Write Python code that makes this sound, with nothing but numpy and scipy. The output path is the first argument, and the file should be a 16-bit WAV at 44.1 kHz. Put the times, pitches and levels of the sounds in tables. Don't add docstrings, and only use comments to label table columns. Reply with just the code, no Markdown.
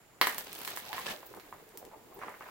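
import sys
import numpy as np
from scipy import signal
from scipy.io import wavfile

SR = 44100
rng = np.random.default_rng(int(sys.argv[2]) if len(sys.argv) > 2 else 0)


def int16_out(signal):
    q = np.round(np.clip(np.atleast_2d(signal).T, -1, 1) * 32767)
    wavfile.write(sys.argv[1], SR, q.astype(np.int16))


N = 110250
T = np.arange(N) / SR
CONTACT_S = 0.213
GAS_PAN_DB = -3

# f/Hz, relative level/dB
SIZZLE_SPECTRUM = [(700, 10.5), (2000, 8), (4000, 7.5), (6000, -3), (9000, -16.5), (12000, 4), (15000, 7.5)]
# f/Hz, left minus right/dB
SIZZLE_BALANCE = [(1000, 0), (5000, -4.5), (9000, -31.5), (14000, 10)]


def from_db(db):
    return 10 ** (np.asarray(db) / 20)


def rms_one(x):
    return x / np.sqrt(np.mean(x ** 2) + 1e-20)


def envelope(points):
    return from_db(np.interp(T, *np.transpose(points)))


def at_hz(points, hz):
    frequencies, values = np.transpose(points)
    return np.interp(np.log(hz), np.log(frequencies), values)


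def pan(db):
    return from_db([[db / 2], [-db / 2]])


def cut(x, hz, kind, order=2):
    return signal.sosfilt(signal.butter(order, np.minimum(hz, SR / 2 - 100), kind, fs=SR, output="sos"), x)


def add(out, s, sound, lag_s=0):
    for side, start in enumerate((s + lag_s, s)):
        i = int(np.clip(round(start * SR), 0, N))
        out[side, i:i + sound.shape[1]] += sound[side, :N - i]


def drift(hz, step=40):
    pole = np.exp(-2 * np.pi * hz * step / SR)
    white = rng.standard_normal(N // step + 2002)
    slow = signal.lfilter([1], [1, -2 * pole, pole * pole], white)[2000:]
    return np.interp(np.arange(N) / step, np.arange(len(slow)), rms_one(slow))


def bands(size):
    # f/Hz, correlation
    coherence = [(30, 0), (150, 0.88), (1000, 0.448), (2500, 0.069), (12000, 0)]
    edges = np.geomspace(22, 17500, 27)
    white = rng.standard_normal((2, 2, size))
    for k, (low, high) in enumerate(zip(edges, edges[1:])):
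        mid, side = cut(white[k % 2], [low, high], "band")
        hz = np.sqrt(low * high)
        alike = at_hz(coherence, hz)
        yield hz, (np.sqrt(1 + alike) * mid + np.sqrt(1 - alike) * side * [[1], [-1]]) / np.sqrt(2)


def turbulence(spectrum, flutter_db, flutter_hz, patchy_db):
    flow = sum(from_db(at_hz(spectrum, hz) + patchy_db * drift(flutter_hz)) * noise
               for hz, noise in bands(N))
    return rms_one(flow * from_db(flutter_db * drift(flutter_hz)))


def ring(modes, pitch=1, size=2048):
    t = T[:size]
    return sum(from_db(db - 60 * t / t60) * np.cos(2 * np.pi * hz * pitch * t) for hz, db, t60 in modes)


def air():
    # f/Hz, relative level/dB
    spectrum = [(50, 5), (85, -2.5), (120, 4.5), (350, 0.5), (1600, -7.5), (5000, -14.5), (15000, -13.5)]
    floor = sum(from_db(at_hz(spectrum, hz)) * noise for hz, noise in bands(N))
    return from_db(-63) * pan(-1.3) * rms_one(floor)


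def thin_hiss(band_hz=(6900, 7400)):
    return from_db(-74.5) * rms_one(cut(rng.standard_normal((2, N)), band_hz, "band"))


def workshop(x, scatter_t60=0.12, delay_s=0.0015, size=26000):
    # left delay/s, right delay/s, level/dB
    reflections = [(.0009, 0.003, -6), (.0056, .0059, -23.5), (0.0091, 0.016, -14.5)]
    # f/Hz, T60/s
    decay_times = [(150, 0.6), (1000, 0.36), (4000, 0.3005), (15000, 0.13)]
    # f/Hz, relative level/dB
    spectrum = [(100, -8), (400, -0.5), (1000, -3), (2000, 3.5), (4000, 3), (8000, 7.5), (15000, 4.5)]
    t = T[:size]
    scatter = from_db(-31.5 - 60 * t / scatter_t60)
    diffuse, echoes = np.zeros((2, 2, size))
    for hz, noise in bands(size):
        tail = from_db(-32.5 - 60 * t / at_hz(decay_times, hz))
        diffuse += noise * from_db(at_hz(spectrum, hz)) * np.hypot(scatter, tail)
    for left_s, right_s, db in reflections:
        echoes[[0, 1], [int(left_s * SR), int(right_s * SR)]] += from_db(db)
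    response = diffuse * (t > delay_s) + cut(echoes, 3100, "low", order=1)
    narrowed = (x + x.mean(axis=0)) / 2
    return signal.fftconvolve(narrowed, response, axes=1)[:, :N]


def flames():
    # t/s, level/dB
    roar_levels = [(.2, -71), (.4, -60.5), (.85, -63), (1.1, -54), (1.28, -64), (1.38, -54), (1.46, -56.5),
                   (1.8, -57.5), (2.03, -59.5), (2.19, -52.5), (2.5, -68)]
    flare_levels = [(0, -65.5), (1.2, -60.5), (2.17, -66.5), (2.215, -49), (2.3, -51.5), (2.385, -63),
                    (2.43, -52), (2.5, -52.5)]
    # f/Hz, relative level/dB
    roar_spectrum = [(60, -10.5), (280, -5.5), (370, 5), (470, 4), (600, -10), (900, -5.5), (1500, -35),
                     (10000, -30.5)]
    flare_spectrum = [(100, -35), (400, -7), (750, -2.5), (1400, -8.5), (2100, -7.5), (3200, -19),
                      (6000, -25.5), (15000, -35)]
    roar = turbulence(roar_spectrum, flutter_db=3.5, flutter_hz=19, patchy_db=2.5)
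    flare = turbulence(flare_spectrum, flutter_db=1.5, flutter_hz=59, patchy_db=3)
    return pan(-1.7) * (envelope(roar_levels) * roar + envelope(flare_levels) * flare)


def flame_puffs(cycles=4.4, attack_s=0.00028, burn_t60=0.11, size=4096):
    # t/s, relative level/dB, f/Hz
    ignitions = [(1.2303, -35, 830), (1.3393, -33, 865), (1.3723, -36, 615), (1.526, -29.5, 970),
                 (1.828, -39, 465), (1.9145, -41.5, 740), (2.1912, -40, 538), (2.2162, -29, 1130),
                 (2.2247, -28, 1370), (2.2345, -24, 1100), (2.2828, -24, 1175), (2.3416, -32.5, 1380),
                 (2.4086, -28, 1250), (2.488, -34.5, 1080)]
    knock = (400, -16, 0.013)  # f/Hz, level/dB, T60/s
    t = T[:size]
    out = np.zeros((2, N))
    for s, db, hz in ignitions:
        snap = ring([(hz, 4.5, cycles / hz), knock], size=size) * np.minimum(t / attack_s, 1)
        burn = rms_one(cut(rng.standard_normal(size), [hz / 2, hz * 1.48], "band"))
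        burn *= from_db(-19 - 60 * t / burn_t60)
        dull = cut(snap + burn, 2120, "low", order=3)
        add(out, s, from_db(db) * pan(GAS_PAN_DB) * cut(dull, 150, "high", order=1))
    return out


def spark_fizzes(hz=15170, t60=0.15):
    # t/s, level/dB
    fizzes = [(1.259, -48), (1.776, -46), (2.141, -52)]
    out = np.zeros((2, N))
    for s, db in fizzes:
        hiss = rms_one(cut(rng.standard_normal((2, N)), [hz * 0.9, hz * 1.1], "band"))
        add(out, s, hiss * from_db(db - 60 * T / t60))
    return out


def crack(splinter_t60=0.0045, pitch_spread=0.07, size=2048):
    # f/Hz, level/dB, T60/s
    modes = [(3120, -39, 0.00027), (8400, -29.5, 0.00013), (13000, -4, 0.00045)]
    t = T[:size]
    spray = rng.standard_normal((2, size)) * from_db(-14 - 60 * t / splinter_t60)
    splinters = cut(spray, 2500, "high", order=1)
    impulse = from_db(1) * (t == 0)
    pitch = np.exp(pitch_spread * rng.uniform(-1, 1))
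    return cut(impulse + ring(modes, pitch, size) + splinters, 1730, "high")


def spark_ticks():
    # t/s, relative level/dB, left minus right/dB
    landings = [(.3461, -22, -3), (0.5299, -24.5, -7), (0.552, -27.5, -6), (0.764, -24.5, -12.5),
                (1.1313, -34, 2), (1.2656, -38.5, -1), (1.3489, -38, -6), (1.691, -39.5, 0),
                (1.7742, -25.5, -1), (1.8516, -36, 6), (2.191, -42.5, 8), (2.2943, -39, 0)]
    out = np.zeros((2, N))
    for s, db, pan_db in landings:
        add(out, s, from_db(db) * pan(pan_db) * crack())
    return out


def jet():
    # t/s, level/dB
    levels = [(.3, -50), (.47, -53.5), (.72, -46), (.8, -51.5), (.915, -51.5), (.945, -41.5), (1.015, -48),
              (1.055, -49.5), (1.061, -37.5), (1.14, -44), (1.2, -67), (1.5, -75)]
    # f/Hz, relative level/dB
    spectrum = [(60, -18.5), (200, -8.5), (700, -6), (1800, -10), (2600, -8.5), (4000, -11.5),
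                (6000, -16.5), (15000, -27.5)]
    flow = turbulence(spectrum, flutter_db=3.5, flutter_hz=68, patchy_db=2)
    return envelope(levels) * (T > CONTACT_S) * pan(-1.54) * flow


def gurgles():
    # centre t/s, relative level/dB, f/Hz, 1/e half-duration/s, relative bandwidth
    escapes = [(0.917, -45, 820, 0.035, 0.28), (0.989, -42, 988, 0.013, 0.24),
               (1.083, -38, 1710, 0.0057, 0.17), (1.139, -47, 656, 0.0213, 0.51),
               (1.821, -50, 742, 0.0051, .12), (1.938, -46.5, 738, 0.0141, 0.87),
               (2.124, -52.5, 825, 0.012, 0.88)]
    out = 0
    for s, db, hz, half_s, width in escapes:
        band = [hz * np.exp(-width / 2), hz * np.exp(width / 2)]
        noise = rms_one(cut(rng.standard_normal(N), band, "band"))
        hollow = cut(np.tanh(noise), band, "band", order=1)
        swell = np.exp(-np.minimum(((T - s) / half_s) ** 2, 50))
        amplitude = np.sqrt(2 * np.average(hollow ** 2, weights=swell ** 2))
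        out += from_db(db) * swell * hollow / amplitude
    return pan(GAS_PAN_DB) * out


def crackle(bursts_per_s=600, cycles=5, pitches=12):
    size_db = 6 * np.minimum(rng.exponential(1, N), 3) + 4 * rng.uniform(-1, 1, (2, N))
    polarity = rng.choice([-1, 1], N)
    clicks = from_db(size_db) * polarity * (rng.random(N) < bursts_per_s / SR)
    resonator = rng.integers(0, pitches, N)
    out = 0
    for k, hz in enumerate(np.linspace(2500, 15500, pitches)):
        pole = from_db(-60 * hz / cycles / SR)
        feedback = [1, -2 * pole * np.cos(2 * np.pi * hz / SR), pole ** 2]
        grains = (1 - pole ** 2) * signal.lfilter([1, 0, -1], feedback, clicks * (resonator == k) + 1e-18)
        grains[0] = np.roll(grains[0], rng.integers(-4, 9))
        out += grains / np.sqrt(hz) * from_db(at_hz(SIZZLE_SPECTRUM, hz)) * pan(at_hz(SIZZLE_BALANCE, hz))
    return rms_one(out)


def sizzle():
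    # t/s, relative level/dB
    levels = [(.2, -42.5), (.4, -48.5), (.48, -54), (.68, -47), (.85, -51), (1.1, -48), (1.25, -57),
              (1.9, -66), (2.5, -58)]
    vigour = envelope(levels)
    steam = sum(from_db(at_hz(SIZZLE_SPECTRUM, hz)) * pan(at_hz(SIZZLE_BALANCE, hz)) * noise
                for hz, noise in bands(N))
    hiss = from_db(-2) * rms_one(cut(steam, 440, "high"))
    bursts = from_db(1) * np.sqrt(vigour / vigour.max()) * crackle()
    return vigour * (T > CONTACT_S) * (hiss + bursts)


def steam_pops(pitch_spread=0.08):
    # t/s, relative level/dB, low-pass f/Hz, crack gain/dB, left minus right/dB
    bursts = [(0.214, 1, 6700, -4, -2.5), (0.2258, -10, 3000, -9, 3), (0.271, -5, 3170, -2, -0.5),
              (0.3823, -21, 5950, 10.5, -5), (0.5888, -33.5, 4880, 12, -8), (0.6167, -31.5, 6700, 4, -14),
              (0.6497, -29, 6800, 13, 1), (0.6769, -21.5, 7900, 3.5, -14), (0.7733, -20.5, 3520, 4.5, -10),
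              (0.7794, -26, 1800, 3, 8), (0.9301, -17, 4660, -6, -7), (0.981, -18, 2328, -9, -8),
              (0.9915, -28.5, 3000, 5, 0), (1.0607, -26.5, 6100, -14, -8), (1.3986, -35.5, 6000, 1, -12.5)]
    # f/Hz, level/dB, T60/s
    modes = [(1128, -8.5, 0.0049), (1720, -27.5, 0.00494), (1910, -13.5, 0.0069), (3000, -10.5, 0.0015),
             (4080, -13, 0.0023)]
    thud = (390, -35, 0.0074)
    out = np.zeros((2, N))
    for s, db, bright_hz, crack_db, pan_db in bursts:
        stray = pitch_spread * (1 - from_db(db))
        pitch = np.exp(stray * rng.uniform(-2.05, 1))
        hollow = cut(ring(modes + [thud], pitch), bright_hz, "low")
        body = pan(pan_db) * cut(hollow, 295, "high")
        snap = from_db(crack_db - 3.5) * pan(1.5) * crack()
        add(out, s, from_db(db) * (body + snap), lag_s=0.00006)
    return out


def scene():
    mould = steam_pops() + gurgles()
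    puffs, ticks = flame_puffs(), spark_ticks()
    room = workshop(mould + from_db(-2.5) * puffs + from_db(-5.5) * ticks)
    noises = jet() + flames() + spark_fizzes() + sizzle() + air() + thin_hiss()
    return mould + puffs + ticks + room + noises


def record(dry, cutoff_hz=16000):
    return signal.sosfilt(signal.ellip(12, 0.1, 80, cutoff_hz, fs=SR, output="sos"), np.tanh(dry))


dry = scene()
out = record(dry)
int16_out(out)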